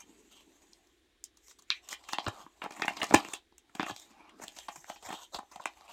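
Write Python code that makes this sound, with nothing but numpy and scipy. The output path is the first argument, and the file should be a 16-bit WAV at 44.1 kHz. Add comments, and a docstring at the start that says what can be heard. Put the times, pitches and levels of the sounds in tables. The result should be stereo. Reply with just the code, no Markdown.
"""Creases snap as two hands unfold a sheet of paper just under a pair of microphones in a quiet room.
Each snap is a short noise burst sent through the sheet's resonances. Rubbing fingers and quick
scrunches send noise and tiny grains through the same sheet; wide flips make low puffs of air.
A faint whistle rises and falls once. Near surfaces return a short tail over steady room noise."""
import sys
import numpy as np
from scipy import signal
from scipy.fft import rfft, irfft
from scipy.io import wavfile
from scipy.ndimage import uniform_filter1d

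SR = 44100
rng = np.random.default_rng(int(sys.argv[2]) if len(sys.argv) > 2 else 0)


def log_audio(samples):
    """Write samples as a 16-bit WAV file to the path given in sys.argv[1]."""
    # one column per channel
    frames = np.atleast_2d(samples).T
    # limit to full scale, then quantise
    limited = np.clip(frames, -1, 1)
    pcm = np.round(limited * 32767).astype(np.int16)
    wavfile.write(sys.argv[1], SR, pcm)


N = 261273  # length in samples

# Creases that buckle, before the microphone gains: t/s, crack peak level/dB, crack f/Hz,
# thud level against crack/dB, tick level against crack/dB, duration/ms
CREASE_SNAPS = [(0.732, -41.5, 4900, -38, -27, 1.5), (0.871, -63.5, 4600, -20, 10, 1.8),
                (1.2399, -43, 4320, -20, 16.5, 1.7), (1.3707, -55.5, 4300, -8, 7.5, 3),
                (1.4823, -49, 2630, -9.5, 7.5, 1.3), (1.5083, -52.5, 1530, -7, 10, 6.3),
                (1.5864, -50.5, 4220, -8, 3.5, 8.5), (1.6217, -54, 4100, -7, 7, 2.4),
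                (1.703, -7, 2820, -28, -70, 0.74), (1.888, -30.5, 3740, -17, 1.5, 2.4),
                (1.927, -25.5, 1950, -9, -5, 2.3), (2.039, -38.5, 3020, -20, -22, 1.9),
                (2.0865, -30.5, 2830, -7, -9, 4.5), (2.125, -37, 1370, 2, 1.5, 2.8),
                (2.1318, -18, 2800, -2.5, -7, 1.94), (2.1841, -16.5, 3450, -4, -41, 1.2),
                (2.2642, -22, 2320, -1, -35, 2.8), (2.2815, -37.5, 1400, 11.5, 6, 2.4),
                (2.4633, -53.5, 1400, 12.5, -32, 2.3), (2.617, -27, 2300, -5.5, -27, 4.1),
                (2.6403, -26, 1580, -5, -9, 0.82), (2.6588, -52, 1410, 22.5, -27, 3.2),
                (2.7066, -34.5, 2240, -2.5, -7.5, 3.7), (2.721, -39, 2050, -12, -2.5, 2.4),
                (2.7644, -41, 1720, -19, -5, 2.7), (2.7963, -30.5, 1920, -3.5, -16, 1.7),
                (2.8194, -12, 2030, -12.5, -19, 2.07), (2.8465, -32, 1710, 6, -19, 0.7),
                (2.8536, -33.5, 1990, -9, -2.5, 3.9), (2.8797, -16.5, 1930, -6, -14, 2.2),
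                (2.9067, -42.5, 1900, 12, -14, 1.1), (2.9677, -26, 3200, -11.5, -12, 4.3),
                (2.9964, -32, 1640, -3, -8, 12), (3.016, -17.5, 2540, -16, -23, 2.8),
                (3.03, -16, 1960, -8.5, -10, 1.7), (3.041, -38.5, 2160, -2, 12, 2.3),
                (3.1085, -23, 1770, 1.5, -37, 2), (3.124, -30, 1480, 8, -26, 2.1),
                (3.1386, -17, 3050, -1, -1, 1.7), (3.141, -16, 2470, 11, -22, 1.8),
                (3.1441, -3, 2324, -5, -8, 2.1), (3.2484, -26.5, 2400, -11, -13, 0.67),
                (3.2855, -36, 2260, -2.5, 1, 1.24), (3.3346, -19, 3380, -18.5, -4.5, 2.9),
                (3.523, -59, 3310, 2.5, -13.5, 1.5), (3.5806, -44, 3650, -21, 6, 2.1),
                (3.6945, -52, 1497, -10, -14.5, 2.8), (3.7506, -32.5, 1900, -7, -4, 2.8),
                (3.796, -15.5, 1970, -6, -39, 1.85), (3.8055, -19, 2960, -10, -39, 1.2),
                (3.8289, -18.5, 2160, -7.5, -23, 1.8), (3.8633, -30, 2080, -4.5, -12, 2.2),
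                (3.896, -29, 1500, -1.5, -34, 3.2), (3.9096, -28.5, 3170, -2, -38.5, 1.15),
                (3.9628, -30, 3750, -19.5, -3.5, 1.16), (3.997, -43, 3500, -14, 5, 1.9),
                (4.2926, -44, 2850, -22, -9.5, 4), (4.3967, -47.5, 1330, 2, -18, 3.1),
                (4.4151, -46, 1420, 0.5, -3, 5.4), (4.4352, -38, 1450, -5, 3, 5),
                (4.4808, -29, 3360, -28, -2.5, 0.95), (4.563, -37, 3100, -11.5, -5.5, 8.3),
                (4.5866, -28.5, 3170, -15, -2.5, 1.5), (4.6828, -28, 2050, -2, -15, 5.7),
                (4.7579, -40.5, 1800, 1, 0, 3.7), (4.8422, -36.5, 1700, -10, -13, 0.89),
                (4.8976, -28.5, 2840, -2.5, -11, 2.54), (4.9584, -38, 3100, -9.5, -20, 6.5),
                (5.024, -45.5, 1920, -1, -1, 8.7), (5.0869, -39.5, 2150, 4, 2.5, 5.3),
                (5.1027, -29.5, 1680, -1.5, -31, 3.2), (5.1247, -28.5, 3240, -3.5, -6.5, 5.2),
                (5.1391, -37.5, 3460, 2, -4, 1.3), (5.345, -26, 3700, -4.5, -6, 2.9),
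                (5.3865, -41, 4500, 10.5, 0.5, 3.7), (5.4302, -60.5, 2320, 17.5, -25, 1.7),
                (5.513, -48.5, 2400, 2.5, 2.5, 12), (5.558, -42, 2190, 6.5, -3.5, 3.6),
                (5.5973, -51, 3150, 13.5, -26, 4.4), (5.639, -45, 2200, -1, 0, 0.7),
                (5.656, -17.5, 2100, -4, -8.5, 1.53), (5.8098, -40.5, 3210, -6, -32, 0.47)]
# Resonances of the sheet, low to high (panel, body, crackle, fizz, air): f/Hz, basic width/Hz
SHEET_RINGS = [(300, 214), (900, 953), (2700, 3700), (6800, 4810), (12000, 9500)]
# Free area of sheet between the fingers: t/s, panel level against body/dB, common thud f/Hz
FREE_SHEET = [(0, 3.5, 800), (1.3, -7, 1130), (2.1, -18.5, 1020), (2.3, -6.5, 1050), (2.62, -8, 1040),
              (2.75, -4.5, 714), (2.9, -9, 720), (3.0, -6.5, 1020), (3.1, -6.5, 800), (3.15, -1.5, 920),
              (3.4, -3.5, 830), (3.8, -3.5, 800), (3.95, -8, 760), (4.4, 1, 600), (4.7, -16.5, 834),
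              (5.1, -5.5, 813), (5.5, -13.5, 860), (5.9, -19, 813)]
# Fingers rubbing the sheet: t/s, level/dB, treble level against body/dB
FINGER_RUBBING = [(0.0, -64, 0.5), (0.3, -66.5, 4), (0.67, -65.5, 3), (0.99, -74.5, 2), (1.27, -86.5, -18),
                  (1.47, -66, 18), (1.71, -82.5, -14), (2.04, -59, -7.5), (2.42, -55, -11.5),
                  (2.47, -71.5, 3), (2.75, -58, -7), (3.2, -44.5, -7), (3.36, -70, -1), (3.55, -89.5, -3),
                  (3.72, -70, -7), (3.89, -76.5, 22), (4.1, -59, -4), (4.299, -86, -36), (4.42, -54.5, 2),
                  (5.01, -71, 16), (5.498, -70, 4.5), (5.92, -57, -7.5)]
# Quick scrunches, swells of dense crinkles: centre t/s, length/ms, crackle f/Hz,
# body level/dB, crackle level/dB, fizz level/dB
QUICK_SCRUNCHES = [(.01, 37, 2880, -56.5, -48, -50), (0.356, 174, 3100, -68, -55, -68),
                   (1.499, 32, 3620, -72, -60, -57), (1.738, 166, 2300, -85, -49, -63.5),
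                   (1.863, 110, 2980, -72, -54, -61.5), (1.925, 77, 3200, -54.5, -39, -45),
                   (2.11, 91, 3000, -74, -47, -55), (2.279, 13, 3670, -38, -37.5, -61),
                   (2.392, 190, 3100, -56, -65.5, -63), (2.648, 53, 2190, -42.5, -47, -86),
                   (2.83, 230, 2250, -62, -52, -59), (3.031, 45, 2480, -32.5, -46, -47),
                   (3.22, 260, 2420, -59.5, -52.5, -74), (3.328, 154, 3480, -54.5, -49.5, -54.5),
                   (3.81, 160, 2530, -53, -54, -58), (3.886, 81, 3230, -46, -39.5, -47.5),
                   (3.989, 190, 3600, -72, -61, -61.5), (4.24, 290, 2430, -64.5, -61.5, -89),
                   (4.423, 39, 2150, -53, -54, -56), (4.596, 68, 3220, -59, -47, -59.5),
                   (4.781, 190, 1920, -66.5, -66, -57), (4.911, 120, 3250, -53, -53.5, -57),
                   (5.062, 62, 1990, -66, -52.5, -62), (5.136, 320, 3330, -54.5, -47.5, -55.5),
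                   (5.351, 71, 3840, -47.5, -45, -52), (5.539, 110, 2200, -57.5, -58.5, -64),
                   (5.626, 56, 3180, -58, -51, -66), (5.77, 40, 2580, -70, -66.5, -77),
                   (5.901, 59, 2800, -58, -52.5, -71)]
# Amount of smooth rub against crinkle, one factor for each ring of the sheet
RUB_AMOUNTS = [10, 2.9, .9, 2.8, 1.3]
# Puffs of air from wide flips: t/s, level before the rise and fade/dB, f/Hz
AIR_PUFFS = [(2.275, -38.5, 105.5), (2.441, -67, 149), (3.018, -60.5, 78.6), (3.142, -34.5, 90.8),
             (3.821, -59, 118), (3.915, -55, 116), (4.777, -65, 153), (5.065, -63.5, 88.8),
             (5.36, -63, 53.6)]
# How fast the echoes die: f/Hz, time to fall by 60 dB/s
ECHO_FADE = [(200, 0.053), (600, 0.2), (1500, 0.12), (4000, 0.14), (10000, 0.07)]
# Left-right likeness of the echoes: f/Hz, likeness (0 to 1)
ECHO_LIKENESS = [(300, 0.25), (900, 0.18), (2500, 0.62)]
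# Two strong early returns: delay/s, level against the whole tail/dB
EARLY_ECHOES = [(0.0097, -11), (0.018, -11.5)]
# Colour of the room noise: f/Hz, relative level/dB
NOISE_COLOUR = [(15, -39.5), (25, -15.5), (58, -6.5), (170, -30.5), (344, -7), (641, -27.5), (695, -20),
                (863, -36), (1700, -22.5), (2610, -27.5), (3720, -24.5), (4490, -32), (10100, -38.5),
                (16000, -45.5)]
# Left-right likeness of the room noise: f/Hz, likeness (-1 to 1)
NOISE_LIKENESS = [(60, 0.39), (240, -0.09), (950, -0.33), (3770, 1), (15000, 0.04)]

LEAD_S = 7 / SR  # the sheet is nearer the left microphone
CRACK_SPREAD = 1.15  # width of the crack ring over its pitch
THUD_SPREAD = .1  # each crease thuds a little off the common pitch
AIR_DB = -12  # the air ring against the fizz ring below it
CRINKLES_PER_S, CRINKLE_SHARE = 160, 0.58  # small separate crinkles, and their share of the rustle
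RUB_SIDES_DB = -5  # body and fizz rings against the crackle
CALM_DB, BUSY_DB = -70, -57  # between these levels, handling grows clumpier and more crinkly
PUFF_RISE_S, PUFF_FADE_S = .0028, .0061
WHISTLE_S = (4.16, 4.305)  # start and end
WHISTLE_HZ, WHISTLE_ARCH_HZ, WHISTLE_DB = 10400, 480, -88
ECHO_DB = -11.5  # echoes against the direct sound
NOISE_DB = -69  # overall level of the room noise
EDGE_HZ = 16000  # upper limit of the sound


def gain_of(db):
    """Turns decibels into gain."""
    return 10 ** (np.asarray(db) / 20)


def evened(x):
    """Scales a signal to rms 1."""
    return x / np.sqrt(np.mean(x ** 2) + 1e-20)


def read(points, hz):
    """Reads a (f/Hz, value) table between its points on a log frequency axis."""
    f, value = np.transpose(points)
    return np.interp(np.log(hz + 1), np.log(f + 1), value)


def add(mix, s, sound):
    """Mixes a sound in at time s."""
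    part = mix[round(s * SR):][:len(sound)]
    part += sound[:len(part)]


def ring(x, hz, width_hz):
    """A damped resonance passed twice, so it falls off steeply on both sides."""
    b, a = signal.iirpeak(hz, hz / width_hz, SR)
    once = signal.lfilter(b, a, x)
    return signal.lfilter(b, a, once)


def snaps():
    """Each crease buckles in a brief swell of noise, which rings the sheet as thud, crack and tick."""
    out = np.zeros((2, N))
    t_ms = np.arange(1024) * 1000 / SR
    free_s, free_db, free_hz = np.transpose(FREE_SHEET)
    (panel_hz, panel_width), (_, body_width), _, fizz, air = SHEET_RINGS
    jolts = rng.standard_normal((len(CREASE_SNAPS), 1027))
    for (s, db, hz, body_db, tick_db, ms), jolt in zip(CREASE_SNAPS, jolts):
        side_wobble, lead_wobble, thud_wobble = jolt[:3]
        swell = t_ms ** 0.56 * np.exp(-(t_ms / max(ms, .2)) ** 1.3)
        z = rfft(jolt[3:] * swell)
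        # the jolt is made even in colour; the sheet colours it
        burst = irfft(z / uniform_filter1d(abs(z), size=24), 1024) * (t_ms < 14)

        thud_hz = np.interp(s, free_s, free_hz) * np.exp(THUD_SPREAD * thud_wobble)
        panel = ring(burst, panel_hz, 1.51 * panel_width)
        thud = ring(burst, thud_hz, 0.48 * body_width)
        crack = ring(burst, hz, CRACK_SPREAD * hz)
        crack = ring(crack, hz, CRACK_SPREAD * hz)
        parts = [panel, thud, crack, ring(burst, *fizz), ring(burst, *air)]
        panel_db = body_db + np.interp(s, free_s, free_db)
        levels_db = (panel_db, body_db, 0, tick_db, tick_db + AIR_DB)
        sound = sum(gain_of(db + rel_db) * part / abs(part).max()
                    for part, rel_db in zip(parts, levels_db))

        # a varying left level and delay give each snap its own spot
        add(out[0], s, sound * gain_of(.9 * side_wobble))
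        add(out[1], s + LEAD_S * (1 + .22 * lead_wobble), sound)
    return out


def rustle(per_s=1500, spread_db=4.3, patchy_db=4.0):
    """Clumped tiny buckles over the steady rub of skin, heard through each ring of the sheet."""
    t = np.arange(N) / SR
    s, level_db, tilt_db = np.transpose(FINGER_RUBBING)
    level_db, tilt_db = np.interp(t, s, level_db), np.interp(t, s, tilt_db)
    body = gain_of(level_db + RUB_SIDES_DB - tilt_db / 2)
    crackle = gain_of(level_db)
    fizz = gain_of(level_db + RUB_SIDES_DB + tilt_db / 2)
    free_s, free_db, _ = np.transpose(FREE_SHEET)
    panel = body * gain_of(np.interp(t, free_s, free_db) + 2.0)

    # scrunches swell and fade over the rubbing
    swells = [np.cos(np.clip((t - centre) * 1000 / ms, -.5, .5) * np.pi) ** 2
              for centre, ms, *_ in QUICK_SCRUNCHES]
    _, _, crackle_hz, *scrunch_db = np.transpose(QUICK_SCRUNCHES)
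    body_peak, crackle_peak, fizz_peak = gain_of(scrunch_db)
    body = body + body_peak @ swells
    fizz = fizz + fizz_peak @ swells

    busy = np.interp(20 * np.log10(body + fizz), (CALM_DB, BUSY_DB), (.3, 1))
    slow_noise = evened(uniform_filter1d(rng.standard_normal(N), 900))
    clumps = gain_of(2.86 * busy * slow_noise)

    # tiny buckles strike at random moments, with a few much stronger than the rest
    chance = rng.random(N)
    size = gain_of(spread_db * np.minimum(rng.exponential(1, N), 3.5))
    buckles = size * (chance < per_s / SR)
    crinkles = size * (1 - chance < CRINKLES_PER_S / SR)
    grains = evened(signal.lfilter([1], [1, -.96], buckles))  # each lasts about a millisecond
    grains += CRINKLE_SHARE * evened(signal.lfilter([1], [1, -.9], crinkles))  # shorter still

    # panels change size under the fingers, so colours drift
    z = signal.stft(rng.standard_normal((2, N)), nperseg=512)[2]
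    patches = uniform_filter1d(rng.standard_normal(z.shape), 3, 1)  # smoothed over frequency
    patches = uniform_filter1d(patches, 12, 2)  # smoothed over time
    drifting = z * gain_of(patchy_db * evened(patches))
    skin, fibres = signal.istft(drifting, nperseg=512)[1][:, :N]

    drives = [clumps * (rub * skin + busy * grains * fibres) for rub in RUB_AMOUNTS]
    out = sum(peak * swell * evened(ring(drives[2], hz, 890))
              for hz, peak, swell in zip(crackle_hz, crackle_peak, swells))
    gains = (panel, body, crackle, fizz, fizz * gain_of(AIR_DB))
    for (hz, width_hz), gain, drive in zip(SHEET_RINGS, gains, drives):
        out += gain * evened(ring(drive, hz, 0.94 * width_hz))
    return out


def puffs():
    """A flip moves air: a low swing of pressure that rises and dies within milliseconds."""
    out = np.zeros(N)
    t = np.arange(6000) / SR
    envelope = t / PUFF_RISE_S * np.exp(1 - t / PUFF_FADE_S)
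    for s, db, hz in AIR_PUFFS:
        add(out, s, gain_of(db) * np.sin(2 * np.pi * hz * t) * envelope)
    return out


def whistle():
    """A thin, faint tone whose pitch arches up and down."""
    out = np.zeros(N)
    start, end = WHISTLE_S
    u = np.linspace(0, 1, round((end - start) * SR))
    hz = WHISTLE_HZ + WHISTLE_ARCH_HZ * np.sin(np.pi * u)
    tone = np.sin(2 * np.pi * np.cumsum(hz) / SR)
    fades = signal.windows.tukey(len(u), .3)
    add(out, start, np.sqrt(2) * gain_of(WHISTLE_DB) * fades * tone)
    return out


def room(x, first=90, size=16000):
    """Sparse echoes of random sign build up over about 9 ms; each band dies at its own speed."""
    taps = np.zeros((2, size))
    starts = np.arange(first, size - 20, 20)
    at = starts + rng.integers(0, 20, (2, len(starts)))
    signs = rng.choice([-1., 1.], at.shape)
    np.put_along_axis(taps, at, signs * np.clip(at / 400, 0, 1), 1)

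    hz, t, z = signal.stft(taps, SR, nperseg=128)
    same = np.clip(read(ECHO_LIKENESS, hz), 0, 1)[:, None]  # how alike the two sides are
    z = np.array([z[0], same * z[0] + np.sqrt(1 - same ** 2) * z[1]])
    fade = gain_of(-60 * t / read(ECHO_FADE, hz)[:, None])
    tail = signal.istft(z * fade, SR, nperseg=128)[1]
    tail /= np.linalg.norm(tail[0])
    for delay_s, db in EARLY_ECHOES:
        # each side hears the return at a slightly different moment
        tail[[0, 1], round(delay_s * SR) + rng.integers(0, 12, 2)] += gain_of(db)
    return signal.fftconvolve(x[None], tail, axes=1)[:, :N]


def room_noise():
    """Steady coloured noise of the room, partly shared by the microphones."""
    hz = np.fft.rfftfreq(N, 1 / SR)
    left, other = rfft(rng.standard_normal((2, N)))
    same = np.clip(read(NOISE_LIKENESS, hz), -1, 1)
    right = same * left + np.sqrt(1 - same ** 2) * other
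    z = np.array([left, right]) * gain_of(read(NOISE_COLOUR, hz))
    return gain_of(NOISE_DB) * evened(irfft(z, N))


def scene():
    """The sheet reaches the left microphone a little earlier and louder; echoes, puffs and noise join."""
    rubbing = rustle() + whistle()
    rubbing_right = np.roll(rubbing, round(LEAD_S * SR))
    paper = snaps() + np.array([rubbing, rubbing_right])
    direct = paper * gain_of([[2.5], [.2]])  # left and right gain in dB
    echoes = gain_of(ECHO_DB) * room(paper[1])
    air = puffs() * gain_of([[.6], [-.6]])
    return direct + echoes + air + room_noise()


def record(dry):
    """Clips at full scale, then removes the highest treble."""
    edge = signal.firwin(511, EDGE_HZ, window=("kaiser", 9), fs=SR)
    return signal.oaconvolve(np.clip(dry, -1, 1), edge[None], "same")


dry = scene()
out = record(dry)
log_audio(out)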